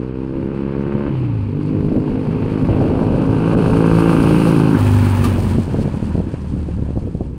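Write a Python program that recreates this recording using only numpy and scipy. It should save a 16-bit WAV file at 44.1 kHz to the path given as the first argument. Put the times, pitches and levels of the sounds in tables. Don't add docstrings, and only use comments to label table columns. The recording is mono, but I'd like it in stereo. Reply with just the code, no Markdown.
import sys
import numpy as np
from scipy import signal
from scipy.fft import rfft, irfft, next_fast_len
from scipy.io import wavfile
from scipy.ndimage import uniform_filter1d, minimum_filter1d

SR = 44100
rng = np.random.default_rng(int(sys.argv[2]) if len(sys.argv) > 2 else 0)


def pcm_store(signal):
    levels = np.round(np.clip(np.atleast_2d(signal), -1, 1) * 32767)
    wavfile.write(sys.argv[1], SR, levels.astype(np.int16).T)


N = 325439
SHIFT_S, ABREAST_S = 1.35, 4.35


def gain_of(db):
    return 10 ** (np.asarray(db) / 20)


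def evened(x):
    return x / np.sqrt(np.mean(x ** 2, axis=-1, keepdims=True) + 1e-20)


def curves(rows):
    s, *columns = np.transpose(rows)
    return np.array([np.interp(np.arange(N) / SR, s, c) for c in columns])


def read(points, hz):
    f, value = np.transpose(points)
    return np.interp(np.log(hz + 1), np.log(f + 1), value, left=value[0] - 30, right=value[-1] - 30)


def shaped(x, gain):
    size = next_fast_len(N)
    return irfft(rfft(x, size) * gain(np.fft.rfftfreq(size, 1 / SR)), size)[..., :N]


def wander(hz, channels=1):
    steps = int(N / SR * hz * 4) + 9
    coarse = rng.standard_normal((channels, steps))
    for _ in range(2):
        coarse = signal.lfilter([1], [1, -.5], coarse)
    at = np.linspace(3, steps - 2, N)
    return evened(np.array([np.interp(at, np.arange(steps), c) for c in coarse]))


def ramp(start, takes):
    return np.clip((np.arange(N) / SR - start) / takes, 0, 1)


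def slap(hz):
    u = np.arange(-512, 512) / SR * hz
    return -np.tanh(u / 0.07) * np.exp(-abs(u) / 0.7) * np.cos(2.7 * u)


# time in seconds, left level in dB, right level in dB.
WIND = [(0, -46, -41), (.27, -27, -32), (.37, -34, -19.5), (.55, -34, -22.5), (.63, -37, -27),
        (1.1, -31, -20), (1.4, -27, -26.5), (1.75, -26.5, -15.5), (2, -24, -15), (2.2, -32, -14.5),
        (2.36, -23, -14.5), (2.55, -26, -13.5), (2.8, -19, -9.5), (2.95, -26, -9), (3.2, -21, -8.5),
        (3.45, -24, -12), (3.68, -24, -8.5), (4.05, -20, -20), (4.27, -7, -36), (4.4, -23, -20),
        (5, -22.5, -28), (5.38, -12.5, -16.5), (5.52, -19, -19), (5.63, -27, -21), (5.75, -22, -13.5),
        (5.85, -16, -17), (5.92, -26, -23), (6.08, -25, -17.5), (6.19, -29, -17.5), (6.27, -27, -19.5),
        (6.43, -29, -21), (6.63, -26.5, -19.5), (6.7, -25, -18), (6.77, -28, -21), (6.93, -29, -19.5),
        (7.02, -29, -19.5), (7.12, -31, -27), (7.2, -30, -19.5), (7.38, -28, -23)]
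# frequency in Hz, relative density in dB per Hz.
BUFFET = [(15, -16), (45, -7), (70, -9), (110, -3), (160, -5), (220, -5), (330, -11), (500, -21),
          (700, -42.5), (1200, -43.5)]
# time in seconds, strength in dB before softening,
# port (0 left, 1 right).
SLAPS = [(1.55, -16, 1), (1.878, -14, 1), (2.343, -12, 1), (2.754, -4, 1), (2.81, -1, 1), (3.014, 5, 1),
         (3.6, -14, 1), (4.119, 0, 0), (4.309, 2, 0), (4.5, -17, 1), (5.585, -4, 0), (5.645, -10, 0),
         (5.699, -7, 0), (5.973, -11.5, 1), (6.029, -14, 0), (6.11, -10, 0), (6.312, -12, 0),
         (6.522, -12, 0), (6.594, -14, 1), (6.689, -18, 0), (6.837, -20, 0), (6.865, -13, 0),
         (7.039, -15, 0), (5.597, -7, 1), (6.002, -10, 1), (6.075, -10, 1), (6.445, -9, 1), (6.565, -13, 1),
         (6.787, -6, 1), (6.89, -6.5, 1), (6.958, -7, 1), (7.11, -14, 0), (1.784, -16, 1), (1.918, -2, 1),
         (1.956, -1.5, 1), (1.976, 2, 1), (2.176, -6, 1), (2.633, -18, 1), (2.688, 6, 1), (2.711, -5, 1),
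         (2.736, -12, 1), (2.802, 3, 1), (2.847, 2, 1), (2.88, -9, 1), (2.899, -5, 1), (3.028, -2, 1),
         (3.081, -16, 1), (3.117, -28, 1), (3.178, -6, 1), (3.271, -14, 1), (3.547, 3, 1), (3.806, -10, 1),
         (4.232, -8, 0), (5.261, -4, 0), (5.386, 1, 0), (5.429, -14, 0), (5.549, -4, 1), (5.585, 3, 1),
         (5.68, -4, 1), (5.745, 3, 1), (5.788, 5, 1), (5.817, -2, 1), (5.857, 0, 0), (5.879, -2, 1),
         (5.942, -3.5, 1), (6.028, -0.5, 1), (6.155, 4, 1), (6.18, 0.5, 1), (6.203, 0.5, 1),
         (6.341, -1.5, 1), (6.689, -6, 1), (6.825, -1.5, 1), (6.907, -3, 1), (6.975, 1.5, 1),
         (7.074, -5, 1), (7.151, -3, 1), (7.209, -1.5, 1)]
GUSTY_DB, GUSTS_HZ = .8, 6
SLAP_HZ, SLAP_HZ_PER_DB, SLAP_SPREAD = 384, 10, 0.21


def wind():
    wind_db = curves(WIND)
    level = gain_of(wind_db + GUSTY_DB * wander(GUSTS_HZ, channels=2))
    hits, churn = np.zeros((2, 2, N + 4096))
    after = np.arange(1500) / SR
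    churn_shape = np.exp(-after / 0.012) * np.minimum(after / 0.00096, 1)
    for (s, peak_db, port), chance in zip(SLAPS, rng.uniform(-1, 1, len(SLAPS))):
        at, side = round(s * SR), int(port > .5)
        hz = max(SLAP_HZ + SLAP_HZ_PER_DB * wind_db[side, at], 180) * (1 + SLAP_SPREAD * chance)
        hits[side, at - 512:at + 512] += gain_of(peak_db) * slap(hz)
        churn[side, at:at + 1500] += gain_of(peak_db - 15.0) * churn_shape
    for hz, db in ((200, 4), (320, 1.3)):
        strength = rng.uniform(0.11, 1, (2, N)) * level * gain_of(db)
        train = (rng.random((2, N)) < 14 / SR) * strength
        hits[:, :N] += signal.oaconvolve(train, slap(hz)[None], "same", axes=1)
    lumpy = rng.standard_normal((2, N)) * gain_of(4.0 * wander(55, channels=2))
    rumble = evened(shaped(lumpy, lambda f: gain_of(read(BUFFET, f))))
    deep = evened(shaped(rng.standard_normal((2, N)), lambda f: (f / 35) / (1 + (f / 35) ** 4)))
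    flutter = evened(shaped(rng.standard_normal((2, N)), lambda f: (f / 550) ** 2 / (1 + (f / 550) ** 6)))
    slaps = shaped(hits[:, :N], lambda f: 1 / (1 + (f / 800) ** 4))
    push = gain_of(-0.5) * level + churn[:, :N]
    return push * rumble + gain_of(-3.0) * push ** 2 * flutter + gain_of(-24.5) * level ** 0.98 * deep + slaps


def street(x):
    t = np.arange(SR // 2) / SR
    signs = rng.choice([-1., 1.], (2, len(t)))
    present = (rng.random((2, len(t))) < .02) * (t > .02)
    taps = signs * present * gain_of(-60 * t / .5)
    taps = taps / np.linalg.norm(taps, axis=1, keepdims=True)
    return signal.fftconvolve(x[None], taps, axes=1)[:, :N]


# frequency in Hz, relative density in dB per Hz.
LEFT_PORT = [(500, -4), (700, 1.5), (900, 9.5), (1170, -4), (1500, -0.5), (1900, -8.5), (2600, -17),
             (3600, -32.5), (4450, -39.5), (5700, -48), (7500, -50), (9000, -50), (11500, -48.5),
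             (16000, -72.5)]
# frequency in Hz, relative density in dB per Hz.
RIGHT_PORT = [(500, 12.5), (700, -14), (900, -7), (1170, -2), (1500, -18.5), (1900, -8), (2600, -4.5),
              (3600, -18), (4450, -12), (5700, -24.5), (7500, -25.5), (9000, -20), (11500, -26),
              (16000, -39)]
# start in seconds, length in seconds, hiss level in dB
# (right port), ring pitch in Hz, ring level in dB.
RASP = [(5.238, 0.03, -23.5, 1180, -22)]


def rasp():
    s, length, hiss_db, ring_hz, ring_db = RASP[0]
    t = np.arange(N) / SR - s
    shape = np.clip(t / 0.0039, 0, 1) * np.exp(-(np.maximum(t, 0) / length) ** 2)
    noise = rng.standard_normal(N)
    hiss = [evened(shaped(noise, lambda f: gain_of(.5 * read(port, f)))) for port in (LEFT_PORT, RIGHT_PORT)]
    ring = gain_of(ring_db) * np.sin(2 * np.pi * ring_hz * t)
    return shape * (gain_of(hiss_db) * np.array(hiss) * gain_of([[-4], [0]]) + ring)


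# time in seconds, base level in dB.
CLATTER = [(0, -43.5), (1.08, -37.5), (1.17, -37.5), (1.5, -41), (2.2, -37.5), (2.8, -32.5), (3.15, -32),
           (3.45, -29), (4.1, -24.5), (4.4, -24.5), (4.6, -24), (5.2, -28), (5.52, -32), (5.57, -35.5),
           (5.9, -37.5), (6.3, -41.5), (6.9, -45), (7.38, -51)]
WHINE_MULTIPLE, MESH_MULTIPLE = 21.3, 45
WHINE_OVER_DB, WHINE_SHUT_DB, WHINE_LOW_GEAR_DB = -8, -31, -5
MESH_UNDER_DB = -13.5


def gear_whine(turns, throttle):
    whine_db = (curves(CLATTER)[0] + WHINE_OVER_DB + WHINE_SHUT_DB * np.clip(1 - 0.89 * throttle, 0, 1)
                + WHINE_LOW_GEAR_DB * (1 - ramp(SHIFT_S, 3.1)))
    angle = 2 * np.pi * WHINE_MULTIPLE * turns + 1.3 * wander(6)[0]
    whine = gain_of(whine_db + 3.6 * wander(30)[0]) * np.cos(angle)
    mesh_angle = 2 * np.pi * MESH_MULTIPLE * turns + 3 * wander(14.0)[0]
    mesh = gain_of(whine_db + MESH_UNDER_DB + 2.9 * wander(12)[0]) * np.cos(mesh_angle)
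    return whine + mesh * gain_of([[-12], [0]])


# time in seconds,
# drive in dB over the puffed noise before the crack is filtered and throttled.
CRACK = [(0, -4), (.7, -1), (.95, 2), (1.1, 2), (1.5, -4), (3.3, -3), (3.85, 2), (4.17, 2.5), (4.3, -1),
         (7.38, -4)]
CRACK_ECHO_S, CRACK_ECHO = .0065, .5
RING_HZ, RING_WIDTH_HZ, RING = 1550, 200, 1.2


def firing_cracks(fired, strong, pull):
    def crack_filter(f):
        sweep = np.exp(1j * np.pi * f ** 2 * .0016 / 2000)
        again = 1 + CRACK_ECHO * np.exp(-2j * np.pi * f * CRACK_ECHO_S)
        return sweep * again / (1 + (f / 1900) ** 4) / (1 + (680 / (f + 1)) ** 6)

    impulses = evened(fired * strong * gain_of(.9 * rng.standard_normal(N)))
    cracks = shaped(impulses * pull * gain_of(curves(CRACK)[0]), crack_filter)
    return shaped(cracks, lambda f: 1 + RING / (1 + 2j * (f - RING_HZ) / RING_WIDTH_HZ))


# frequency in Hz, left-right likeness (0 to 1).
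SAME = [(500, .85), (1300, .8), (2500, .7), (5000, .35), (15000, .1)]
# frequency in Hz, lead of the left port in radians.
LEAD = [(0, 0), (1000, -.8), (1400, -1), (2000, -2.6), (2900, -1.4), (4100, -1.2), (8000, 3.5)]


def port_noises():
    def same(f):
        return np.clip(np.interp(f, *np.transpose(SAME)), 0, 1)

    a, b = rng.standard_normal((2, N))
    shared = shaped(a, lambda f: same(f) * np.exp(-1j * np.interp(f, *np.transpose(LEAD))))
    return [a, shared + shaped(b, lambda f: np.sqrt(1 - same(f) ** 2))]


# time in seconds, left minus right in dB,
# left treble over the clatter in dB, right treble over the clatter in dB.
COLOUR = [(0, 1, -23, -17), (1, -1.5, -25, -21), (1.6, -1, -22.5, -15.5), (2.8, 0, -28, -15.5),
          (3.4, 5, -30.5, -12.5), (4.15, 1, -28, -11.5), (4.5, -1.5, -20.5, -12), (4.75, 6.5, -22, -10.5),
          (5.3, 1, -14.5, -9), (5.8, 4, -15.5, -7.5), (7.38, 4, -18.5, -7.5)]
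TREBLE_HZ, AIR_HZ = 3600, 10500
TICK_DB, TICK_SPREAD_DB, TICK_SHARE = -1, 3.2, .14


def clatter(turns, throttle):
    lean_db, left_top, right_top = curves(COLOUR)
    left_db, right_db = curves(CLATTER) + [lean_db / 2, -lean_db / 2]
    pull = np.clip(throttle, 0, 1)
    strong = 1 + .22 * np.cos(np.pi * (np.floor(turns) + (ramp(SHIFT_S, 1) > 0)))
    puff = 1 + (.3 + .35 * pull) * strong * np.exp(-(turns % 1) / .25)
    puff /= np.sqrt(uniform_filter1d(puff ** 2, SR // 10))
    fired = np.diff(np.floor(turns), prepend=0)
    cracks = firing_cracks(fired, strong, pull)
    beat = 2 * turns
    tick_gain = gain_of(TICK_DB + TICK_SPREAD_DB * rng.standard_normal(N))[beat.astype(int)]
    ticks = 1 + tick_gain * np.exp(-(beat % 1) / TICK_SHARE)
    pair = port_noises()
    flicker, shimmer = wander(40, channels=2)
    out = []
    for x, port, db, top_db in zip(pair, (LEFT_PORT, RIGHT_PORT), (left_db, right_db), (left_top, right_top)):
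        body = shaped(x * puff + cracks, lambda f: gain_of(read(port, f)) / (1 + (f / TREBLE_HZ) ** 8))
        top = shaped(x * puff ** .5 * ticks,
                     lambda f: gain_of(read(port, f)) / (1 + (TREBLE_HZ / (f + 1)) ** 8))
        top = evened(top)
        air = shaped(top, lambda f: 1 / (1 + (AIR_HZ / (f + 1)) ** 8))
        kept = gain_of(np.maximum(1.38 * (db + top_db + 42.0), -22))
        top = top + air * (kept - 1)
        out.append(gain_of(db + 1.5 + 1.12 * flicker) * evened(body)
                   + gain_of(db + top_db + 1.52 * shimmer) * top)
    return np.array(out)


# frequency in Hz, close ahead left in dB,
# close ahead right in dB, gone past left in dB, gone past right in dB.
BEARING = [(500, -8, 1, -5, -2), (730, -0.5, 3.5, -3, 5.5), (856, -3, -1, -6, 8.5),
           (1190, -2, 1.5, 0.5, -2.5), (1605, -4, 6.5, -3, 13), (1810, -13.5, -6, 2.5, 2),
           (2660, 2, 1, -2.5, -1), (3330, -4.5, -0.5, -2, 2), (4500, 3.5, -3, -6, -2.5),
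           (6100, 2.5, 0.5, 1.5, 3), (7800, -10, -1.5, -7, 4.5), (8930, -12, 1.5, -5, 3),
           (11900, -2, -7, -3, -4), (15500, -3, 0, -11, 13)]
CLOSING, PASSING = (2.53, 1), (4.68, 0.086)  # (start s, takes s)


def turned(x):
    hz, t, z = signal.stft(x, SR, nperseg=512)
    past = np.clip((t - PASSING[0]) / PASSING[1], 0, 1)
    close = np.clip((t - CLOSING[0]) / CLOSING[1], 0, 1) * (1 - past)
    f, *columns = np.transpose(BEARING)
    db = np.array([np.interp(hz, f, c) for c in columns])[..., None]
    return signal.istft(z * gain_of(db[:2] * close + db[2:] * past), SR, nperseg=512)[1][:, :N]


# start in seconds, time taken in seconds, throttle reached (0 to 1),
# unevenness of the two cylinders in dB from then on.
THROTTLE = [(-1, .1, .9, 0), (1.08, .025, .08, 0), (1.46, .1, .85, -3), (3.2, .3, .85, -2),
            (4.02, .2, .82, 2.5), (4.755, .03, .08, -5), (5.45, .3, .1, 0)]


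def hand():
    start, takes, *settings = np.transpose(THROTTLE)
    return np.diff(settings, prepend=0) @ np.array([ramp(s, d) for s, d in zip(start, takes)])


def causal(note):
    k, db = np.transpose(note)
    axis = np.linspace(0, 64, 1025)
    whole_db = np.interp(axis, np.r_[0, k[1::2], 30], np.r_[-40, db[1::2], -55])
    log_gain = np.log(gain_of(whole_db))
    phase = -signal.hilbert(np.r_[log_gain, log_gain[-2:0:-1]]).imag
    late = np.pi * (k % 1)
    return dict(zip(k, gain_of(db) * np.exp(1j * (np.interp(k, axis, phase[:len(axis)]) - late))))


# multiple of the firing rate, relative level in dB.
LOW_GEAR = [(0.5, -20), (1, -7), (1.5, -20), (2, -2.5), (2.5, -11), (3, 0), (3.5, -22), (4, -1.5),
            (4.5, -11), (5, -1), (5.5, -20), (6, -5), (6.5, -17), (7, -7), (7.5, -25), (8, -12), (8.5, -30),
            (9, -20), (9.5, -40), (10, -34)]
# multiple of the firing rate, relative level in dB.
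HIGH_GEAR = [(0.5, -40), (1, -17), (1.5, -24), (2, -7), (2.5, -12), (3, 0), (3.5, -12), (4, -10),
             (4.5, -10), (5, -1), (5.5, -12), (6, -3.5), (6.5, -14), (7, -11), (7.5, -15), (8, -6),
             (8.5, -13), (9, -8), (9.5, -20), (10, -14)]
# multiple of the firing rate, relative level in dB.
ALONGSIDE = [(0.5, -29), (1, -9.5), (1.5, -14), (2, -5), (2.5, 0.5), (3, 4.5), (3.5, -0.5), (4, -8),
             (4.5, 0.5), (5, -1), (5.5, 1.5), (6, -1), (6.5, -3), (7, -2), (7.5, -33), (8, -4), (8.5, -13),
             (9, -8.5), (9.5, -28), (10, -16.5)]
# multiple of the firing rate, relative level in dB.
OVERRUN = [(.5, -32), (1, -16), (1.5, -12), (2, 0), (2.5, -8), (3, -15), (3.5, -19), (4, -24), (4.5, -13),
           (5, -8), (5.5, -15), (6, -26), (6.5, -30), (7, -28), (7.5, -22), (8, -28)]
ROUGH_DB, ROUGH_RADIANS, SMOOTHING = .5, .3, (3.4, .5)
DIP_HZ, DIP_WIDTH_HZ, DIP_DB = 184, 10, -6


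def exhaust(turns, level_db, throttle, uneven_db):
    t, hz = np.arange(N) / SR, np.gradient(turns) * SR
    low = np.clip((SHIFT_S - t) / 0.1, 0, 1)
    near = np.clip(1 + (t - ABREAST_S) / 0.32, 0, 1)
    pull = np.clip(throttle, 0, 1)
    low_gear, high_gear, alongside, overrun = map(causal, (LOW_GEAR, HIGH_GEAR, ALONGSIDE, OVERRUN))
    rough = ramp(SHIFT_S, .2) - ramp(*SMOOTHING)
    out, uneven = np.zeros(N), gain_of(uneven_db)
    for k in low_gear:
        dip = gain_of(DIP_DB * np.exp(-((k * hz - DIP_HZ) / DIP_WIDTH_HZ) ** 2))
        open_note = low * dip * low_gear[k] + (1 - low - near) * high_gear[k] + near * alongside[k]
        height = pull * open_note + (1 - pull) * overrun.get(k, 0)
        if k % 1:
            height = height * uneven
        height = height * gain_of((2 + ROUGH_DB * rough) * wander(18)[0])
        angle = 2 * np.pi * k * turns + (.18 + ROUGH_RADIANS * rough) * wander(18)[0]
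        out += height.real * np.cos(angle) - height.imag * np.sin(angle)
    power = uniform_filter1d(out ** 2, SR // 12)
    return out / np.sqrt(power + 1e-9) * gain_of(level_db + .9 * wander(25)[0])


# time in seconds, firings in Hz as heard, exhaust base level in dB.
RIDE = [(0, 63, -18.5), (.084, 64.17, -23.5), (.46, 67.53, -22), (.8, 69.3, -20), (1.08, 70.74, -20),
        (1.3, 57.6, -17), (1.42, 50.7, -18.5), (1.54, 48.1, -20), (1.7, 51.16, -18), (2.3, 52.33, -19),
        (3.1, 53.2, -17.5), (3.4, 54, -15), (3.7, 54.85, -12.5), (4.25, 56.02, -9), (4.6, 54.79, -11.5),
        (4.8, 50.77, -11), (4.95, 50.27, -10.5), (5.15, 48.5, -13.5), (5.4, 46.48, -16),
        (5.58, 45.08, -18.5), (5.68, 44, -21.5), (5.9, 42, -27.5), (6.2, 40.14, -22), (6.35, 39.28, -27.5),
        (6.45, 38.44, -24.5), (6.8, 36.05, -20.5), (6.95, 34.46, -27), (7.38, 31, -33)]
LEAN_BEFORE_DB, LEAN_AFTER_DB, LATE = 0, -2, (5.55, 0.4)
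FALTER_DB = 2


def scene():
    hz, level_db = curves(RIDE)
    throttle, uneven_db = hand()
    turns = np.cumsum(hz) / SR
    level_db = level_db + FALTER_DB * ramp(*LATE) * wander(15)[0]
    pipe = exhaust(turns, level_db, throttle, uneven_db)
    left_pipe = shaped(pipe, lambda f: 1 - 0.53 / (1 + (330 / (f + 1)) ** 4))
    lean_db = LEAN_BEFORE_DB + (LEAN_AFTER_DB - LEAN_BEFORE_DB) * ramp(*LATE)
    direct = np.array([left_pipe, pipe]) * gain_of([lean_db / 2, -lean_db / 2])
    bike = direct + gain_of(-13.0) * street(pipe)
    engine = gear_whine(turns, throttle) + turned(clatter(turns, throttle))
    return bike + engine + wind() + rasp()


EDGE_HZ = 15750


def record(dry):
    ceiling, span = .89, 221
    room = minimum_filter1d(np.minimum(ceiling / (abs(dry) + 1e-9), 1), span)
    held = dry * uniform_filter1d(uniform_filter1d(room, span // 2), span // 2)
    band = signal.firwin(511, EDGE_HZ, window=("kaiser", 9), fs=SR)
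    return signal.oaconvolve(held, band[None], "same")


dry = scene()
out = record(dry)
pcm_store(out)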